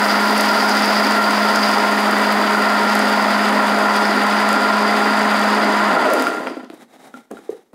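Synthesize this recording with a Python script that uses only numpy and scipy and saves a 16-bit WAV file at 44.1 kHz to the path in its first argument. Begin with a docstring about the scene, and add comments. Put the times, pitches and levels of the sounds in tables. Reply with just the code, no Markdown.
"""A jug blender hums and roars through an icy drink, is switched off and coasts to a stop on a wooden counter.
Shaft orders make the hum; noise pulsed by the blades and filtered by jug and base is liquid and grinding ice.
Narrow resonances sing in the wall, bright bursts snap over them, and a growl slides down with the slowing shaft.
Then damped knocks of switch, jug and lid, short pitched blips of air and jug, and a soft hollow rustle of filtered
noise, as of a hand moving at jug and lid."""
import sys
import numpy as np
from scipy import signal
from scipy.fft import rfft, irfft
from scipy.io import wavfile

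SR = 44100
rng = np.random.default_rng(int(sys.argv[2]) if len(sys.argv) > 2 else 0)


def generate_wav(sig):
    """Save sig (samples, or channels by samples) to the path in sys.argv[1] as 16-bit PCM at SR."""
    pcm = np.round(np.clip(np.atleast_2d(sig).T, -1, 1) * 32767).astype(np.int16)
    wavfile.write(sys.argv[1], SR, pcm)


N = 341334
TIME = np.arange(N) / SR
GRID = np.fft.rfftfreq(8192, 1 / SR)  # Hz, for filter shapes

# Shaft speed under power, wavering with the load. Each row: time in seconds, turns per second.
POWERED_SPEED = [(0.0, 209.0), (0.15, 206.3), (0.3, 212.3), (0.45, 209.9), (0.9, 209.2), (1.2, 211.2),
                 (1.35, 208.6), (1.5, 210.8), (1.8, 208.1), (3.15, 210.1), (3.3, 207.1), (3.45, 209.3),
                 (4.2, 208.0), (4.65, 210.2), (5.25, 210.6), (5.4, 208.5), (5.55, 210.8), (5.85, 208.6)]


def amp(db):
    """Decibels to gain."""
    return 10 ** (np.asarray(db) / 20)


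def unit(x):
    """Scales to rms 1."""
    return x / np.sqrt(np.mean(x ** 2) + 1e-20)


def decay(t, t60_s):
    """Exponential decay, 60 dB down after t60_s."""
    return np.exp(-np.log(1000) * t / t60_s)


def curves(rows):
    """Each column of a table as a curve over time."""
    s, *columns = np.transpose(rows)
    return [np.interp(TIME, s, c) for c in columns]


def spectrum(points, hz=GRID):
    """Joins points on a log-frequency axis."""
    f, value = np.transpose(points)
    return np.interp(np.log(hz + 1), np.log(f + 1), value)


def bumps(modes):
    """Gain in dB of a set of resonances, given as rows of Hz, width in Hz, dB."""
    return sum(db / (1 + (2 * (GRID - hz) / width) ** 2) for hz, width, db in modes)


def add(mix, s, sound):
    """Adds a sound at its time in seconds."""
    part = mix[round(s * SR):][:len(sound)]
    part += sound[:len(part)]


def colour(x, db):
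    """Minimum-phase filter shaped by dB on GRID, peak gain 1: resonances ring after each blow."""
    log_gain = np.log(amp(np.maximum(db - db.max(), -100)))
    circle = np.r_[log_gain, log_gain[-2:0:-1]]
    response = np.exp(np.conj(signal.hilbert(circle)))
    taps = np.fft.ifft(response).real[:len(GRID)]
    return signal.oaconvolve(x, taps)


def wander(hz):
    """Smooth random curve of rms 1, its spectrum a Gaussian that falls to 1/e at hz."""
    f = np.arange(4096) * SR / N
    z = rng.standard_normal(len(f)) + 1j * rng.standard_normal(len(f))
    return unit(irfft(z * np.exp(-(f / hz) ** 2) * (f > 0), N))


def grains(per_s, spread_db):
    """Random clicks of either sign, a few much larger than the rest, at rms 1."""
    size = amp(spread_db * np.minimum(rng.exponential(1, N), 5))
    sign = rng.choice([-1, 1], N)
    return unit(size * sign * (rng.random(N) < per_s / SR))


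def band(x, lo_hz, hi_hz):
    """One register of a sound, at rms 1."""
    f = np.maximum(np.fft.rfftfreq(N, 1 / SR), 1)
    power_gain = 1 / (1 + (lo_hz / f) ** 16) / (1 + (f / hi_hz) ** 16)
    return unit(irfft(rfft(x[:N]) * np.sqrt(power_gain), N))


def resonate(x, hz, width_hz, steady=0.0):
    """A two-stage resonance that follows the curve hz, at rms 1; steady (0-1) evens out its swells."""
    turn = np.exp(2j * np.pi * np.cumsum(hz) / SR)
    r = np.exp(-np.pi * width_hz / SR)
    z = signal.lfilter([(1 - r) ** 2], [1, -2 * r, r * r], x / turn)
    swell = unit(abs(z)) + .1
    return unit((turn * z).real / swell ** np.clip(steady, 0, 1))


def radiated(x, lowest_hz=215):
    """Jug and base are too small to give off deep bass."""
    return signal.sosfilt(signal.butter(4, lowest_hz, "highpass", fs=SR, output="sos"), x)


def jug(x):
    """Whatever happens inside is heard through the resonances of jug and base."""
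    # Broad colour of the mixing noise. Each row: Hz, relative density in dB per Hz.
    body = [(30, -75), (100, -38), (180, -16), (240, -0.5), (500, -9.5), (800, -3.5), (1400, 3), (2200, -7),
            (4200, -16.5), (5800, -22), (10000, -33.5), (15500, -36.5)]
    # Resonances of jug, base and counter. Each row: Hz, width in Hz, boost in dB.
    jug_modes = [(263, 16, 5.8), (314, 29, 3.6), (421, 54, 8.0), (535, 36, 5.8), (623, 54, 7.8),
                 (692, 72, 9.0), (735, 13, 3.0), (806, 46, 10.0), (847, 19, 2.0), (933, 46, 9.2),
                 (992, 18, 9.8), (1050, 46, 9.0), (1261, 46, 4.8), (1380, 60, 4.0), (1443, 72, 2.5),
                 (1815, 35, 5.8), (1899, 117, 5.3), (2025, 126, 5.5), (2279, 26, 3.7), (3468, 21, 6.5),
                 (4577, 30, 5.0), (4704, 26, 4.0), (4713, 231, 8.8), (4884, 75, 4.7), (5040, 303, 8.8),
                 (9172, 248, 4.2)]
    return colour(x, spectrum(body) + bumps(jug_modes))


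def room(x):
    """Diffuse tail of a small room, each band dying at its own speed."""
    # Each row: Hz, t60 in seconds.
    room_decay = [(150, 0.39), (450, 0.17), (1500, 0.26), (5000, 0.61), (15000, 0.046)]
    hz, t, z = signal.stft(rng.standard_normal(SR // 2), SR, nperseg=256)
    tail = signal.istft(z * decay(t, spectrum(room_decay, hz)[:, None]), SR)[1]
    tail = np.r_[np.zeros(round(.008 * SR)), tail]
    return signal.oaconvolve(x, tail / np.linalg.norm(tail))[:N]


def shaft(off_s=5.891, drag_s=0.4, friction_hz_per_s=64):
    """Turns per second: held by the motor, then stopped by liquid drag and bearing friction."""
    left = np.exp(-np.maximum(TIME - off_s, 0) / drag_s)
    return np.maximum(curves(POWERED_SPEED)[0] * left - friction_hz_per_s * drag_s * (1 - left), 0)


def collapsed(speed):
    """How far the vortex has fallen in: 0 at full speed, 1 at rest."""
    return np.clip(1 - speed / curves(POWERED_SPEED)[0], 0, 1)


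def stirred(speed, knee_hz, power):
    """Gain of a mixing noise: near full above the knee speed, falling as a power of the speed below it."""
    x = (speed / knee_hz) ** 6
    return (x / (1 + x)) ** (power / 6)


def motor(speed, turns, hum_db=-23.5, whine_db=-44, whine_order=22.48, fade_power=7.7):
    """Shaft orders, shaken by the uneven load, and a thin whine; all fade quickly as the speed drops."""
    # Overtones of the hum from twice the shaft speed upwards. Each entry: dB beside the fundamental.
    overtones_db = [-11, -35, -10.5, -20.5, -20.5]
    hum = amp(0.85 * wander(6.9)) * np.cos(2 * np.pi * turns + 0.037 * wander(34))
    for order, db in enumerate(overtones_db, 2):
        phase = 2 * np.pi * order * turns + .5 * wander(33)
        hum += amp(db + 1.47 * wander(2.7)) * np.cos(phase)
    whine = amp(1.4 * wander(38)) * np.cos(2 * np.pi * whine_order * turns + wander(25))
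    drive = np.minimum(speed / np.median(speed), 1) ** fade_power
    return np.sqrt(2) * drive * (amp(hum_db) * hum + amp(whine_db) * whine)


def churning(blades, speed, slap_db=-1.0, churn_db=-17.0, gulp_db=-24.5, surge_db=0.7, collapse_db=5.2):
    """The blades slap the liquid in uneven bursts; as the vortex collapses it gulps."""
    impacts = grains(3500, 0.68) + 0.88 * rng.standard_normal(N)
    liquid = jug(amp(slap_db * wander(120)) * blades * impacts)
    low, middle = band(liquid, 1, 600), band(liquid, 600, 2300)
    gulp = amp(gulp_db + surge_db * wander(8.8) + collapse_db * np.sqrt(collapsed(speed)))
    gulp *= stirred(speed, knee_hz=100, power=1.12)
    churn = amp(churn_db) * stirred(speed, knee_hz=115, power=1.4)
    return gulp * low + churn * middle


def singing(speed, sing_hz=1388, sing_width_hz=28, sing_waver_hz=9):
    """Wall modes ring under the slaps, bent by the sloshing load; the strongest sings almost unbroken."""
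    # Singing modes of the wall.
    # Each row: Hz, width in Hz, waver in Hz, level in dB, dB gained as the vortex falls in.
    wall_modes = [(692, 26, 5, -38, 6), (930, 20, 5, -34, -3)]
    # Strongest mode, swelling and ebbing. Each row: time in seconds, level in dB.
    song_level = [(0.0, -25.5), (0.55, -24), (0.95, -29.5), (1.27, -21.5), (1.55, -27.5), (1.85, -26),
                  (2.35, -34), (2.58, -22.5), (2.95, -25), (3.1, -28), (3.4, -34), (3.6, -24), (3.9, -24),
                  (4.08, -28), (4.55, -22.5), (4.87, -30), (5.25, -22), (5.52, -30), (5.95, -24),
                  (6.25, -20.5), (6.6, -27)]
    collapse, out = collapsed(speed), np.zeros(N)
    for hz, width_hz, waver_hz, db, collapse_db in wall_modes:
        ring = resonate(rng.standard_normal(N), hz + waver_hz * wander(6.8), width_hz)
        out += ring * amp(db + collapse_db * collapse)
    pitch_hz = sing_hz + sing_waver_hz * wander(9)
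    song = resonate(rng.standard_normal(N), pitch_hz, sing_width_hz, steady=.45)
    return (out + song * amp(curves(song_level)[0])) * stirred(speed, knee_hz=106, power=1.42)


def grinding(blades, speed, grit_db=-28.5, spray_db=-39.5, mist_db=-42.0):
    """Ice cracks against the blades and sets them ringing; spray and fine mist hiss on the lid."""
    # Shrill ring of the blades, loudest while the ice is coarse. Each row: time in seconds, level in dB.
    ring_rows = [(0.0, -31), (0.9, -27.5), (1.2, -32), (1.65, -29.5), (1.95, -36.5), (2.55, -37.5),
                 (3.0, -33), (3.75, -39), (4.05, -32.5), (4.2, -41), (4.35, -36.5), (5.4, -38.5),
                 (5.55, -36), (5.85, -41.5), (6.1, -43), (6.21, -36), (6.33, -43)]
    grit_follows, spray_follows = 0.13, 0.21  # dB per dB of ring
    spray_db_per_s, mist_db_per_s = 0.01, -1.17
    ticks_per_s, ticks_share = 14, .3  # small chips on the wall
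    jolt_s, jolt_db, jolt_decay_s = 6.473, -38, .03  # the switch knock jolts the blades

    ring_level = curves(ring_rows)[0]
    coarse = ring_level - np.median(ring_level)
    clumps = amp(0.81 * wander(27))  # ice reaches the blades in clumps
    ice = jug(clumps * blades * (grains(3000, 0.97) + .5 * rng.standard_normal(N)))
    crackle = 0.65 * grains(1200, 3.8) + ticks_share * grains(ticks_per_s, 1.2)
    drops = jug(clumps * (crackle + .5 * grains(7200, 2.6) + rng.standard_normal(N)))
    grit, ring = band(ice, 2300, 4450), band(ice, 4450, 6400)
    spray, mist = band(drops, 6400, 10500), band(drops, 10500, 16000)

    ring = unit(ring * amp(2.0 * wander(35)))  # rings in bursts
    jolt = amp(jolt_db) * (TIME > jolt_s) * np.exp(-abs(TIME - jolt_s) / jolt_decay_s)
    ring = ring * (amp(ring_level) * stirred(speed, knee_hz=85, power=2.7) + jolt)
    grit = grit * amp(grit_db + grit_follows * coarse) * stirred(speed, knee_hz=111, power=1.34)
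    hiss = spray * amp(spray_db + spray_db_per_s * TIME) + mist * amp(mist_db + mist_db_per_s * TIME)
    hiss *= amp(spray_follows * coarse) * stirred(speed, knee_hz=78, power=1.55)
    sound = grit + ring + hiss
    return sound + amp(-15) * room(sound)


def snaps(level_db=4.5, decay_s=0.0016):
    """Bright snaps: ice chips while the blades turn, then small ticks of lid and jug."""
    # Each row: start in seconds, peak in dB before level_db, brightest Hz.
    snap_rows = [(.3098, -20.5, 8500), (.3786, -16.5, 7540), (.4096, -16, 7460), (.6390, -29, 7960),
                 (.6945, -18, 6000), (0.822, -22, 7000), (0.859, -22, 8600), (1.109, -21, 6000),
                 (1.1210, -19, 5170), (1.3075, -22, 7000), (1.5590, -16, 5407), (1.7137, -22, 5500),
                 (2.111, -22, 9000), (2.324, -23, 11000), (2.4166, -27, 7900), (2.5108, -23.5, 8000),
                 (2.9526, -18.5, 8007), (2.9914, -20, 7000), (3.9630, -19.5, 8900), (4.4893, -20, 7930),
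                 (4.529, -19.5, 7500), (6.1357, -17, 9000), (6.196, -27, 10000), (6.2230, -22, 9500),
                 (6.2775, -34, 10000), (6.6455, -43, 4300), (6.717, -44, 3200), (6.741, -44, 8300),
                 (7.141, -44, 5000), (7.313, -39, 9000), (7.504, -42, 7000)]
    out, t = np.zeros(N), np.arange(512) / SR
    for s, db, hz in snap_rows:
        burst = rng.standard_normal(len(t)) * np.exp(-t / decay_s)
        octaves = np.log2((GRID + 1) / hz)
        snap = colour(burst, -10 * np.log10(1 + (octaves / .55) ** 4))
        add(out, s, amp(db + level_db) * snap / abs(snap).max())
    return out


def labouring(speed, turns, rough_rad=0.85, flutter_db=5.5):
    """Falling liquid meets the slowing blades: a growl slides down with the shaft, below the jug's range."""
    # Each row: multiple of the shaft speed, level in dB before flutter and fades.
    growl_orders = [(3, -31.5), (4, -28.5), (5, -28), (6, -30)]
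    growl = np.zeros(N)
    for order, db in growl_orders:
        level = amp(db + flutter_db * wander(30))
        growl += level * np.cos(2 * np.pi * order * turns + rough_rad * wander(50))
    onset = np.minimum(collapsed(speed) * 6, 1)
    return radiated(np.sqrt(2) * growl * onset * stirred(speed, knee_hz=72, power=5.1))


def knocks(crack=15, crack_s=0.00025, soft_hz=600, soft_rise_s=0.002, thin_share=0.21):
    """A push, ringing base and jug, and a damped plastic rattle; soft blows are dull and swell slower."""
    # Knocks of switch, jug and lid. Each row: start in seconds, peak in dB, dull above Hz, t60 in seconds,
    # then thud, low ring and high ring in dB before the bass cut.
    knock_rows = [(6.269, -10.5, 2000, 0.014, -38, -32, -10.5), (6.401, -19, 600, 0.022, -28, -40, -45),
                  (6.4712, -9.5, 2200, 0.016, -45, -42, -26), (6.506, -19.5, 600, .04, -22, -45, -50),
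                  (6.569, -23, 694, 0.068, -18, -45, -35), (6.595, -33, 900, .02, -33, -45, -32),
                  (6.629, -29, 700, .03, -34, -50, -44), (6.7009, -24, 3300, 0.008, -21, -30, -44),
                  (6.732, -29, 800, 0.039, -48, -44, -52), (6.82, -35.5, 620, 0.09, -56, -56, -65),
                  (7.1408, -33, 1600, 0.035, -40, -50, -28.5), (7.305, -33, 750, .04, -46, -46, -60),
                  (7.311, -20.5, 800, 0.055, -26, -26, -46), (7.37, -33, 1800, .04, -40, -48, -34),
                  (7.388, -38, 700, .03, -38, -55, -55), (7.4918, -31, 900, .04, -45, -42, -52),
                  (7.731, -33, 700, .06, -46, -43, -59)]
    # Base on its feet, then a low and a high mode of the jug wall. Each row: Hz, t60 in seconds.
    knock_modes = [(340, 0.028), (700, 0.031), (1385, 0.064)]
    # Colour of the knocked base. Each row: Hz, relative density in dB per Hz.
    knock_colour = [(40, -49), (140, -6), (250, 17.5), (500, 11), (850, 2.5), (1300, 3), (4400, -4),
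                    (5400, -15), (9000, -4), (15500, -15)]
    # level after a full-scale blow, dB per dB of blow
    rattle_db, rattle_follows, rattle_t60_s = -27, 0.59, 0.093

    out, t = np.zeros(N), np.arange(SR // 8) / SR
    base_db = spectrum(knock_colour)
    modes = [radiated(np.sin(2 * np.pi * hz * t) * decay(t, t60_s)) for hz, t60_s in knock_modes]
    for s, db, hz, t60_s, *modes_db in knock_rows:
        rise_s = soft_rise_s * (soft_hz / hz) ** 2
        blow = rng.standard_normal(len(t)) * decay(t, t60_s) * (1 - np.exp(-t / rise_s))
        blow[0] += crack * np.exp(-rise_s / crack_s)  # weak unless the blow is hard
        treble_loss = 1 + (GRID / hz) ** 4
        bass_loss = 1 + (thin_share * hz / (GRID + 1)) ** 4  # brighter blows are lighter
        knock = colour(blow, base_db - 10 * np.log10(treble_loss * bass_loss))
        rattle = colour(rng.standard_normal(len(t)) * decay(t, rattle_t60_s), base_db)
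        add(out, s, amp(db) * knock / abs(knock).max())
        add(out, s, amp(modes_db) @ modes)
        add(out, s, amp(rattle_db + rattle_follows * db) * rattle / abs(rattle).max())
    return out


def blips(sag=0.9, settle_s=0.00094):
    """Short pitched blips: glugs of air and brief rings of the jug, each pitch falling as it settles."""
    # Each row: start in seconds, peak in dB, settled pitch in Hz, life in seconds.
    blip_rows = [(6.4727, -24, 885, 0.01), (7.139, -33, 247, 0.032), (7.335, -22.5, 340, 0.0071),
                 (7.492, -13, 411, 0.0102), (7.527, -30, 428, .008), (7.542, -34, 470, 0.02),
                 (7.577, -44, 447, .025)]
    out = np.zeros(N)
    for s, db, hz, life_s in blip_rows:
        t = np.arange(0, life_s, 1 / SR)
        cycles = np.cumsum(hz * (1 + sag * np.exp(-t / settle_s))) / SR
        swell = np.sin(np.pi * (t / life_s) ** 0.78)
        add(out, s, amp(db) * swell * np.sin(2 * np.pi * cycles))
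    return out


def rustle(flutter_db=2.1, rise_s=0.035, fall_s=0.052):
    """Soft hollow rustle after the blades stop, as of a hand moving at jug and lid, in swells."""
    # Each row: Hz, relative density in dB per Hz.
    rustle_colour = [(60, -43), (150, -11), (250, 2.5), (400, -4), (500, -5.5), (820, -5.5), (1050, -13),
                     (2100, -12.5), (2500, -21), (3500, -20), (4600, -24), (9000, -24.5), (11500, -28),
                     (15500, -34)]
    # Hollow resonances. Each row: Hz, width in Hz, boost in dB.
    hollow_modes = [(780, 110, 6.5), (1240, 120, 4), (2200, 250, 0), (3820, 200, 8)]
    # Each row: crest in seconds, level in dB.
    swell_rows = [(6.76, -47), (6.82, -45.5), (6.94, -48.5), (7.0, -47), (7.06, -41), (7.18, -43.5),
                  (7.38, -45), (7.46, -50), (7.53, -45), (7.57, -54)]
    grainy = rng.standard_normal(N) + 0.43 * grains(900, 4.1)
    hollow = colour(amp(flutter_db * wander(31)) * grainy, spectrum(rustle_colour) + bumps(hollow_modes))
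    swells = []
    for s, db in swell_rows:
        after = TIME - s
        fade = np.where(after < 0, .5 * (after / rise_s) ** 2, after / fall_s)
        swells.append(amp(db) * np.exp(-fade))
    return np.linalg.norm(swells, axis=0) * unit(hollow[:N])


def still_room(level_db=-64.5):
    """Faint steady noise of the room."""
    # Each row: Hz, relative density in dB per Hz.
    hush_colour = [(30, -21), (120, -20.5), (260, -1), (450, -2), (800, -15), (3000, -26.5), (15500, -30)]
    return amp(level_db) * unit(colour(rng.standard_normal(N), spectrum(hush_colour))[:N])


def scene(throb=0.08, slow_throb=0.3, wet_db=-8.5):
    """Blender, rustle, small events with their room tail, and the still room."""
    speed = shaft()
    turns = np.cumsum(speed) / SR
    depth = np.clip(throb + slow_throb * collapsed(speed), 0, 1)  # strokes stand apart as the blades slow
    blades = 1 + depth * np.cos(4 * np.pi * turns)  # two blade tips pass in each turn
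    blades = blades / np.sqrt(1 + depth ** 2 / 2)
    blender = motor(speed, turns) + churning(blades, speed) + singing(speed)
    blender += grinding(blades, speed) + labouring(speed, turns)
    events = snaps() + knocks() + blips()
    return (blender + events + amp(wet_db) * room(events) + rustle() + still_room())[None]


def record(dry, threshold_db=-15.5, squeeze=0.7, reaction_s=0.015, edge_hz=15780):
    """A quick limiter takes squeeze dB off per dB over the threshold; then a low-pass at edge_hz."""
    r = np.exp(-1 / (reaction_s * SR))
    power_db = 10 * np.log10(signal.lfilter([1 - r], [1, -r], dry[0] ** 2) + 1e-12)
    limited = dry * amp(-squeeze * np.maximum(power_db - threshold_db, 0))
    edge = signal.firwin(1023, edge_hz, window=("kaiser", 9), fs=SR)
    return signal.oaconvolve(limited, edge[None], "same")


dry = scene()
out = record(dry)
generate_wav(out)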